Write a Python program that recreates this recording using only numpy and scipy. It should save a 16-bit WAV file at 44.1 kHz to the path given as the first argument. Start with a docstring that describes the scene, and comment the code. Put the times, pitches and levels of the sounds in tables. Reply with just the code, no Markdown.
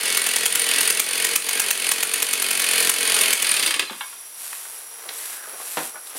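"""Two-stroke chainsaw switched off and set down

The saw idles in a workshop, firing hard on every fourth or fifth turn: shaped noise bursts and impulses.
The spark is cut; slowing turns jolt a rattling chain, which squeals, and ringing clanks end the run.
Cloth swishes and scuffs (noise grains), a sole scrapes, knocks sound and the saw lands with a ringing thud.
A soft hiss lies beneath; a thin whine of resonant noise comes up as the engine falls quiet."""
import sys
import numpy as np
from scipy import signal
from scipy.fft import rfft, irfft
from scipy.io import wavfile

SR = 44100
rng = np.random.default_rng(int(sys.argv[2]) if len(sys.argv) > 2 else 0)


def transcribe(u):
    """Save the signal u as a 16-bit wav file named by the first command-line argument.

    u: samples, shape (n,) or (channels, n), limited to [-1, 1]; the rate is SR.
    q: integer samples, one column per channel.
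    """
    v = np.clip(np.atleast_2d(u).T, -1, 1)
    q = np.round(v * 32767).astype(np.int16)
    wavfile.write(sys.argv[1], SR, q)


N = 272538
T = np.arange(N) / SR

# turns that stand out, as loud firings or as loud metal slaps with almost no crack:
# (time [s], exhaust crack level [dB], metal slap level [dB])
STRONG_TURNS = [(0.170, -8.5, -20), (0.216, -34, -16), (0.2636, -11, -33), (0.3593, -10, -23),
                (0.456, -7.5, -11), (0.5239, -36, -12), (0.5509, -9, -20), (.594, -22, -10.5),
                (0.617, -35, -7.5), (0.8068, -10, -32), (0.875, -19, -8), (0.9, -8, -22),
                (0.995, -7.5, -22), (1.2446, -9.5, -32), (1.3556, -6.5, -37), (1.4865, -12.5, -32),
                (1.5953, -9, -13), (1.7054, -7.5, -24), (1.889, -37, -12), (1.9132, -8, -17),
                (2.0272, -8, -20), (2.1355, -12.5, -22), (2.2218, -8.5, -19), (2.3305, -9.5, -30),
                (2.4197, -11, -35), (2.507, -10, -29), (2.5952, -12.5, -33), (2.618, -19, -18),
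                (2.8021, -13, -41), (2.893, -7.5, -16), (3.21, -11, -40), (3.3278, -7.5, -18),
                (3.4217, -12, -17)]
# the idle hunts slowly up and down, then dies: (time [s], effort [dB])
EFFORT = [(0, -30), (.06, -24.5), (.45, -26), (.78, -22.5), (1.04, -26.5), (1.23, -24.5), (1.43, -27.5),
          (1.58, -25.5), (1.75, -26.5), (1.88, -25), (2.03, -27.5), (2.48, -26.5), (2.79, -21.5),
          (2.95, -24), (3.21, -21), (3.43, -25), (3.65, -25.5), (3.86, -33.5)]
# resonances of the slack chain: (frequency [Hz], width [Hz], relative level [dB])
LOOSE_CHAIN = [(1250, 210, -7), (1700, 70, -4), (2015, 70, -1), (2215, 36, 3), (2510, 100, 4),
               (2720, 70, 2), (3110, 70, 1), (3460, 150, 0), (3980, 60, -7), (4640, 200, 0)]


def amp(db):
    """Decibels to gain."""
    return 10 ** (np.asarray(db) / 20)


def noise():
    """White noise of rms 1."""
    return rng.standard_normal(N)


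def through(x, response):
    """Pass x through an impulse response scaled to unit energy."""
    return signal.fftconvolve(x, response / np.linalg.norm(response))[:N]


def colour(x, points, size=4096):
    """Minimum-phase filter with the given (Hz, dB) shape; white noise keeps its level."""
    hz, db = np.transpose(points)
    freqs = np.maximum(np.fft.rfftfreq(size, 1 / SR), 1)
    shape_db = np.interp(np.log(freqs), np.log(hz), db)
    # folding the cepstrum forward in time makes the response causal
    cepstrum = irfft(np.log(amp(shape_db)))
    cepstrum[1:size // 2] *= 2
    cepstrum[size // 2 + 1:] = 0
    return through(x, irfft(np.exp(rfft(cepstrum))))


def ring(x, modes, size=8192):
    """Damped resonances (Hz, width Hz, dB), narrow ones ringing longer; white noise keeps its level."""
    t = T[:size]
    response = np.zeros(size)
    for hz, width, db in modes:
        response += amp(db) * width * np.exp(-np.pi * width * t) * np.cos(2 * np.pi * hz * t)
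    return through(x, response)


def blows(times, db):
    """One impulse at each time."""
    out = np.zeros(N)
    inside = (times >= 0) & (times < T[-1])
    np.add.at(out, (times[inside] * SR).astype(int), amp(db)[inside])
    return out


def bursts(times, db, rise, hold, decay, size=8192):
    """Noise bursts that open quickly, stay open briefly and die away (all in s)."""
    t = T[:size]
    shape = (1 - np.exp(-t / rise)) * np.exp(-np.maximum(t - hold, 0) / decay)
    return noise() * signal.fftconvolve(blows(times, db), shape)[:N]


def grains(rate, spread_db):
    """Dense random ticks (rate per s) of uneven size, rms 1."""
    ticks = (rng.random(N) < rate / SR) * noise() * amp(spread_db * noise())
    return ticks / np.std(ticks)


def rub(path, width_hz):
    """One narrow, rough resonance that glides along rows of (s, Hz, dB)."""
    s, hz, db = np.transpose(path)
    lowpass = signal.butter(2, width_hz / 2, fs=SR, output="sos")
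    rough = signal.sosfilt(lowpass, noise() + 1j * noise())
    phase = 2 * np.pi * np.cumsum(np.interp(T, s, hz)) / SR
    tone = np.real(rough * np.exp(1j * phase))
    return tone / np.std(tone) * np.interp(T, s, amp(db), left=0, right=0)


def crank_turns():
    """Start of every turn: a whole number of even turns, near idle speed, fits between two strong ones."""
    idle_hz = 44
    strong = np.array(STRONG_TURNS)[:, 0]
    anchors = np.append(strong[0] - 8 / 43.3, strong)
    spans = []
    for start, end in zip(anchors, anchors[1:]):
        turns = round((end - start) * idle_hz)
        spans.append(np.linspace(start, end, turns + 1)[1:])
    return np.concatenate(spans)


def effort(t):
    """Engine effort in dB at times t: slow hunting, less the slump until fresh mixture builds up."""
    full_crack_db, blowdown_s = -7, 0.008
    # the harder the firing, the more spent the cylinder and the weaker the turns after it
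    spent_db, spent_power, recharge_s = 11, 5.4, 0.065
    strong, crack_db, _ = np.transpose(STRONG_TURNS)
    db = np.interp(t, *np.transpose(EFFORT))
    for s, strength in zip(strong + blowdown_s, amp(crack_db - full_crack_db)):
        recovery = (t > s) * np.exp(-np.abs(t - s) / recharge_s)
        db = db - spent_db * strength ** spent_power * recovery
    return db


def casing(x, first_db=-4, second_db=-7):
    """The casing rings; as the grip shifts, some of its panels fall silent and others start to buzz."""
    # casing modes throughout, before and after the shift: (frequency [Hz], width [Hz], relative level [dB])
    casing_modes = [(1615, 40, -10), (1822, 40, -8), (1962, 40, -2), (2220, 26, 6), (2520, 45, -5),
                    (2703, 40, -3), (2900, 60, -5), (3020, 40, 0), (3197, 40, -5), (3430, 35, -3),
                    (4240, 110, -8), (4414, 54, -10), (4690, 80, -5), (6216, 50, -8)]
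    first_grip = [(1958, 32, 1), (2703, 26, 1), (2855, 30, 1), (3348, 22, 3), (3500, 25, -3),
                  (4212, 30, -3)]
    second_grip = [(2448, 28, 2), (2490, 32, 1), (3060, 50, -4)]
    shifted = np.interp(T, [0.9, 1.2], [0, 1])
    first = amp(first_db) * ring((1 - shifted) * x, first_grip)
    second = amp(second_db) * ring(shifted * x, second_grip)
    return ring(x, casing_modes) + first + second


def idle(puff_db=7.5, scatter_db=1, thump_lag=0.0048, knock_db=-7, bang_db=6.5,
         jet_db=1, tail_db=-4.0, tick_db=29, pulse_db=11):
    """Each turn puffs, slaps and thumps the muffler; a firing knocks, bangs and spits a short bright jet."""
    # modes of muffler and slapped bar: (frequency [Hz], width [Hz], relative level [dB])
    muffler_modes = [(235, 80, -9), (295, 70, -12), (420, 36, -7), (461, 34, 8), (645, 50, 1),
                     (830, 130, -8), (1105, 45, 2.5)]
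    slap_modes = [(9122, 85, 6), (9400, 230, -4)]
    # spectra: (frequency [Hz], relative level [dB])
    puff_shape = [(100, -43), (400, -22.5), (1000, -2.5), (1700, 2.5), (2330, 3), (2550, 13), (2800, 8),
                  (3300, 6.5), (3900, 4.5), (4600, 4.5), (5100, 2), (8300, 4), (10000, 9.5), (11500, 3.5),
                  (13000, -0.5), (16000, -9.5)]
    knock_shape = [(200, -24), (1500, -3), (2700, 5.5), (3700, 0), (4600, -4), (5500, -3), (6500, 5),
                   (10000, 4), (12000, 3), (16000, -8)]
    jet_shape = [(500, -13), (2500, -2.5), (4500, -3), (6000, -2.5), (9000, 1), (10500, 2), (12000, -1),
                 (14000, 2), (16000, -4.5)]
    # the crack is bright gas noise; the bang is lower and duller
    crack_shape = [(80, -64), (450, -28), (1000, -4.5), (2000, 6), (3000, 5), (4900, -3.5), (6000, 6.5),
                   (8500, 4), (10700, 8.5), (14000, -1.5), (16000, -11)]
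    bang_shape = [(80, -20), (200, -14), (450, -4.5), (1000, 3.5), (1700, 5), (3000, 2.5), (6000, -9),
                  (16000, -43)]
    muffler_shape = [(60, -54), (110, -29), (165, 1), (260, 2.5), (1200, -2.5), (3000, -2.5), (16000, -13.5)]

    times = crank_turns()
    turn_db = effort(times)
    chance = rng.standard_normal((len(times), 4)).T
    strong, crack_db, slap_db = np.transpose(STRONG_TURNS)

    puff_levels = turn_db + puff_db + scatter_db * chance[0]
    puffs = bursts(times, puff_levels, rise=0.0005, hold=0.0032, decay=0.0045)
    slap_times = np.append(times, strong)
    slap_levels = np.append(turn_db + 6.0 + 2.1 * chance[1], slap_db - 5.5)
    slaps = bursts(slap_times, slap_levels, rise=0.00037, hold=0.003, decay=0.0014)
    knocks = bursts(strong, crack_db + knock_db, rise=0.00063, hold=0.0033, decay=0.0021)
    # the jet of burnt gas follows the knock and is over at once
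    jets = bursts(strong + 0.0054, crack_db + jet_db, rise=0.0002, hold=0.0012, decay=0.0006)
    cracks = bursts(strong + thump_lag, crack_db + tail_db, rise=0.00024, hold=0.0009, decay=0.0047)
    # the piston strikes the same clean tick into the casing on every turn
    ticks = blows(times, turn_db + tick_db)
    # the pressure pulse keeps one shape, soft unless it fires; the gas noise on top of it differs
    bangs = blows(strong + thump_lag, crack_db + bang_db) + blows(times + thump_lag, turn_db + pulse_db)
    # gas leaves the muffler a few milliseconds after the turn starts, never quite evenly
    thump_times = times + thump_lag + 0.0005 * chance[3]
    thumps = blows(thump_times, turn_db + 10.5 + 1.6 * chance[2]) + amp(-27) * puffs

    muffler = colour(ring(thumps, muffler_modes), muffler_shape)
    firing = colour(knocks, knock_shape) + colour(jets, jet_shape)
    firing = firing + colour(cracks, crack_shape) + colour(bangs, bang_shape)
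    metal = amp(-13) * casing(puffs + ticks) + ring(slaps, slap_modes)
    return colour(puffs, puff_shape) + metal + firing + amp(-0.5) * muffler


def chain(settle_db_per_s=34):
    """Links and loose parts chatter with the engine's effort, ring casing and bar, then settle."""
    # bar modes: (frequency [Hz], width [Hz], relative level [dB])
    bar_modes = [(9050, 55, 0), (9230, 70, -7), (9925, 80, -10), (10450, 70, -12), (13600, 400, -22)]
    # spectrum of the rattling links: (frequency [Hz], relative level [dB])
    rattle_shape = [(100, -46.5), (300, -4), (1000, -4.5), (1700, 1.5), (2330, 5.5), (2700, -1.5),
                    (4500, 4), (5300, -7), (8300, -3.5), (10000, -4), (12000, 1), (16000, -46)]
    shake = amp(effort(T) - settle_db_per_s * np.maximum(T - EFFORT[-1][0], 0))
    ticks = shake * grains(rate=9000, spread_db=1.5)
    running = np.interp(T, [3.66, 3.85], [1, 0.3])
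    # once the spark is cut the chain goes slack and its own rattle takes over from the casing's
    slack = np.interp(T, [3.45, 3.62], [0, 1])
    metal = amp(-7.5) * ((1 - slack) * casing(ticks) + slack * ring(ticks, LOOSE_CHAIN))
    rattle = amp(-2.5) * colour(ticks, rattle_shape)
    bar = amp(-7.5) * running * ring(ticks, bar_modes)
    return metal + running * (rattle + bar)


def background():
    """Soft hiss that dips briefly after the thud, and a thin whine that comes up once the engine is quiet."""
    # spectrum of the hiss: (frequency [Hz], relative level [dB])
    air_shape = [(30, -12), (120, -50), (250, -6.5), (500, 0), (1000, 4), (3000, 0), (4800, 0),
                 (6500, -0.5), (9000, 5.5), (10300, 7), (12000, 2), (14000, -3), (16000, -27)]
    # resonances of the whine: (frequency [Hz], width [Hz], relative level [dB])
    whine_modes = [(5765, 70, 1.5), (7420, 110, -7), (8450, 90, -5.5), (10690, 150, 7), (11050, 300, -6),
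                   (12390, 80, -6), (13050, 120, -8), (13730, 110, -4.5)]
    hiss_db = np.interp(T, [5.85, 6.0, 6.15], [-42.5, -45.5, -43])
    whine_db = np.interp(T, [3.88, 4.0, 4.25, 5.5, 6.0], [-53, -37, -38.5, -36.5, -37.5])
    return amp(hiss_db) * colour(noise(), air_shape) + amp(whine_db) * ring(noise(), whine_modes)


def coasting(count=8):
    """Rows (s, jolt dB, slap dB) of the ever slower turns after the last firing."""
    # a base time plus a drag that grows by a factor every turn
    base_s, drag_s, growth = 0.0222, 0.00036, 1.5
    periods = base_s + drag_s * growth ** (np.arange(count) + 1)
    times = STRONG_TURNS[-1][0] + np.cumsum(periods)
    # jolts and slaps both grow from the first turn to the last
    return np.column_stack([times, np.linspace(-19.5, -17.5, count), np.linspace(-17.5, -16.5, count)])


def run_down():
    """With the spark cut the turns come further apart and jolt the slack chain."""
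    # loose jolts of chain and clutch: (time [s], level [dB], slap on the bar [dB])
    loose_jolts = [(3.5126, -34, -10.5), (3.565, -35, -21), (3.633, -21, -27), (3.6616, -16, -7.5),
                   (3.673, -18, -37), (3.7074, -16, -19), (3.74, -18, -17), (3.7615, -28, -27),
                   (3.794, -12, -11.5), (3.822, -24, -48)]
    # jolt spectrum: (frequency [Hz], relative level [dB])
    jolt_shape = [(90, -19), (200, -6), (450, -1.5), (800, -14), (1200, -2), (1600, 3), (2700, 9.5),
                  (4700, 6), (5400, 0), (10000, 2.5), (12000, 0), (16000, -14)]
    # slapped bar modes: (frequency [Hz], width [Hz], relative level [dB])
    slap_modes = [(9122, 85, 6), (9400, 230, -4)]
    times, db, slap_db = np.vstack([coasting(), loose_jolts]).T
    jolts = bursts(times, db, rise=0.00029, hold=0.00088, decay=0.0099)
    slaps = bursts(times, slap_db, rise=0.00021, hold=0.0018, decay=0.0019)
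    # slower blows are duller
    bright = colour(jolts, jolt_shape)
    dull = signal.sosfilt(signal.butter(2, 4300, fs=SR, output="sos"), bright)
    slowed = np.interp(T, [3.62, 3.8], [0, 0.65])
    body = (1 - slowed) * bright + 1.3 * slowed * dull
    return body + amp(-6.5) * ring(jolts, LOOSE_CHAIN) + ring(slaps, slap_modes)


def chugs():
    """Over the last slow turns the unfired charge puffs softly out of the muffler."""
    # puffs: (time [s], level [dB])
    soft_puffs = [(3.616, -42), (3.683, -40), (3.758, -35), (3.822, -32), (3.906, -31)]
    # puff spectrum: (frequency [Hz], relative level [dB])
    chug_shape = [(90, -27), (150, -6), (270, 2), (450, 0), (800, -9), (2000, -14), (8000, -28)]
    return colour(bursts(*np.transpose(soft_puffs), rise=0.0014, hold=0.006, decay=0.0071), chug_shape)


def squeal():
    """The chain drags to a halt as a narrow band of rough noise sinking in pitch."""
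    # squeal path: (time [s], pitch [Hz], level [dB])
    squeal_path = [(3.79, 4250, -60), (3.84, 4130, -43), (3.88, 4070, -38), (3.92, 4020, -49),
                   (3.97, 4000, -65)]
    return rub(squeal_path, width_hz=76)


def clutch(strike_db=13, grate_db=-6):
    """The piston rocks back: each blow strikes the clutch, grates briefly and leaves the drum ringing."""
    # blows of the piston against compression: (time [s], level [dB])
    clanks = [(3.8976, -17), (3.9293, -22.5), (3.951, -42), (4.009, -13.5), (4.127, -31.5)]
    # drum modes: (frequency [Hz], width [Hz], relative level [dB])
    drum_modes = [(900, 120, -4), (972, 20, 4), (1034, 16, 4), (1150, 130, 1), (1390, 160, 0),
                  (1615, 16, 2), (1680, 110, -4), (2099, 16, 1), (2218, 18, 4.5), (2850, 300, -4),
                  (3192, 14, 9), (3450, 180, -1), (3887, 14, -5)]
    times, db = np.transpose(clanks)
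    grating = bursts(times, db, rise=0.0003, hold=0.0022, decay=0.0075)
    drum = ring(blows(times, db + strike_db) + amp(grate_db) * grating, drum_modes)
    return signal.sosfilt(signal.butter(4, [720, 3900], "bandpass", fs=SR, output="sos"), drum)


def clothes():
    """Fibres of sleeve and trousers catch on each other; gloves and soles scuff lower down."""
    # movements of arms and body that swell, hold and fade: (middle [s], length [s], level [dB])
    swishes = [(4.01, 0.21, -41), (4.5, 0.24, -33.5), (4.727, 0.2, -38), (5.252, .24, -31.5),
               (5.604, 0.063, -38), (5.772, 0.24, -30.5), (6.085, 0.045, -38.5), (6.18, 0.034, -29)]
    # scuffing of gloves and soles: (time [s], level [dB])
    scuffing = [(4.3, -82), (4.42, -46.5), (4.89, -45.5), (5.1, -38.5), (5.6, -40.5), (5.88, -45),
                (6.02, -46.5), (6.18, -37.5)]
    # spectra of cloth and scuff: (frequency [Hz], relative level [dB])
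    cloth_shape = [(200, -41), (700, -11), (3000, -6), (6000, -7.5), (8500, -0.5), (11000, 1), (13500, -4),
                   (16000, -22)]
    scuff_shape = [(80, -76), (250, -9.5), (450, 3.5), (900, 5), (1600, 6.5), (3000, 0.5), (6000, -3),
                   (15000, -4.5)]
    squareness = 5.2  # 2 is a bell, more is flatter on top
    speed = np.zeros(N)
    for middle, length, db in swishes:
        speed += amp(db) * np.exp(-0.5 * np.abs(2 * (T - middle) / length) ** squareness)
    swish = speed * colour(grains(rate=14000, spread_db=-4.5), cloth_shape)
    s, db = np.transpose(scuffing)
    scuff_gain = amp(np.interp(T, s, db)) * (T > s[0])
    return swish + scuff_gain * colour(grains(rate=2200, spread_db=0.0), scuff_shape)


def knock(s, db, hz):
    """One dull knock fills a band round its pitch, starting with a hard tick; low ones last longer."""
    octaves, tick_db = 1.4, 17
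    decay_s = 0.01 / (hz / 1000) ** 1.3
    times = np.array([s])
    hit = bursts(times, np.array([db]), rise=0.00026, hold=0.0022, decay=decay_s)
    hit = hit + blows(times, np.array([db + tick_db]))
    low_hz, high_hz = hz / 2 ** (octaves / 2), hz * 2 ** (octaves / 2)
    band = [(low_hz / 3, -20), (low_hz, 0), (high_hz, 0), (3 * high_hz, -26), (12 * high_hz, -45)]
    return colour(hit, band)


def handling():
    """Knocks of handle and boots, and the set-down: a thud that rings the housing, with small rebounds."""
    # knocks while the saw is carried and set down: (time [s], level [dB], pitch [Hz])
    knock_rows = [(4.529, -30, 1500), (4.653, -37, 1410), (5.057, -37.5, 684), (5.09, -24, 2530),
                  (5.474, -40, 635), (5.534, -37.5, 746), (5.6, -36, 785), (5.944, -39, 800),
                  (5.957, -31, 940), (5.974, -41, 1250), (6.071, -36, 3600), (6.152, -39, 477)]
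    # the saw lands and settles: (time [s], level [dB])
    landings = [(5.7715, -20), (5.7815, -27), (5.802, -32), (5.823, -35.5), (5.838, -40)]
    # spectra of thud and crash: (frequency [Hz], relative level [dB])
    thud_shape = [(50, -10), (130, -4), (185, -9.5), (270, -1), (480, 1), (780, 2), (1100, -1.5),
                  (2000, -4.5), (4000, -15), (7000, -29), (15000, -50)]
    crash_shape = [(300, -27), (1400, 3), (2600, 1), (4500, -4), (7000, -12), (15000, -28)]
    # housing modes: (frequency [Hz], width [Hz], relative level [dB])
    housing_modes = [(250, 90, -12), (490, 60, -3), (565, 24, 2), (635, 22, 0), (775, 20, 6), (840, 20, 2),
                     (990, 44, 0), (1430, 70, -1), (1949, 24, -9), (2450, 60, -7)]
    times, db = np.transpose(landings)
    contact = bursts(times, db, rise=0.00023, hold=0.0048, decay=0.012)
    crash = bursts(times, db, rise=0.0002, hold=0.003, decay=0.0063)
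    out = amp(-2.0) * colour(contact, thud_shape) + amp(-8) * colour(crash, crash_shape)
    out = out + amp(24.5) * ring(blows(times, db), housing_modes)
    for s, level, hz in knock_rows:
        out = out + knock(s, level, hz)
    return out


def hum():
    """A faint hum comes and goes: very narrow noise near one pitch."""
    # hum path: (time [s], pitch [Hz], level [dB])
    hum_path = [(4.7, 450, -76), (4.78, 450, -56), (4.88, 450, -75), (5.0, 455, -54), (5.16, 455, -53),
                (5.28, 450, -69)]
    return rub(hum_path, width_hz=30)


def sole_scrape():
    """A boot sole scrapes as the body turns: a wider rough band that glides down."""
    # scrape path: (time [s], pitch [Hz], level [dB])
    scrape_path = [(5.18, 1980, -43), (5.3, 1750, -48), (5.39, 1584, -43.5), (5.45, 1420, -42),
                   (5.53, 1287, -50), (5.58, 1200, -68)]
    return rub(scrape_path, width_hz=470)


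def workshop(x, wet_db=-9, t60=0.31, first_s=0.00517, sway_hz=1.303, size=22050):
    """A small cluttered room: dense early echoes that lose their treble and shift as the saw sways."""
    t = T[:size]
    tails = rng.standard_normal((2, size)) * np.exp(-np.log(1000) * t / t60) * (t > first_s)
    sway = 2 * np.pi * sway_hz * T
    echoes = through(x * np.cos(sway), tails[0]) + through(x * np.sin(sway), tails[1])
    return x + amp(wet_db) * colour(echoes, [(100, 4.0), (3000, -3.5), (9000, -0.5), (16000, -9)])


def scene():
    """The saw and its handling echo in the room; cloth, scrape, hum and background stay dry."""
    saw = idle() + chain() + run_down() + chugs() + squeal() + clutch()
    moving = clothes() + sole_scrape()
    return (workshop(saw + handling()) + moving + hum() + background())[None]


def record(dry):
    """The small microphone loses the bass, rounds the highest peaks and cuts the top."""
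    rounded = np.tanh(1.046 * dry) / 1.326
    thin = signal.sosfilt(signal.butter(4, 145, "highpass", fs=SR, output="sos"), rounded)
    return signal.sosfilt(signal.ellip(10, 0.2, 70, 15850, fs=SR, output="sos"), thin)


dry = scene()
out = record(dry)
transcribe(out)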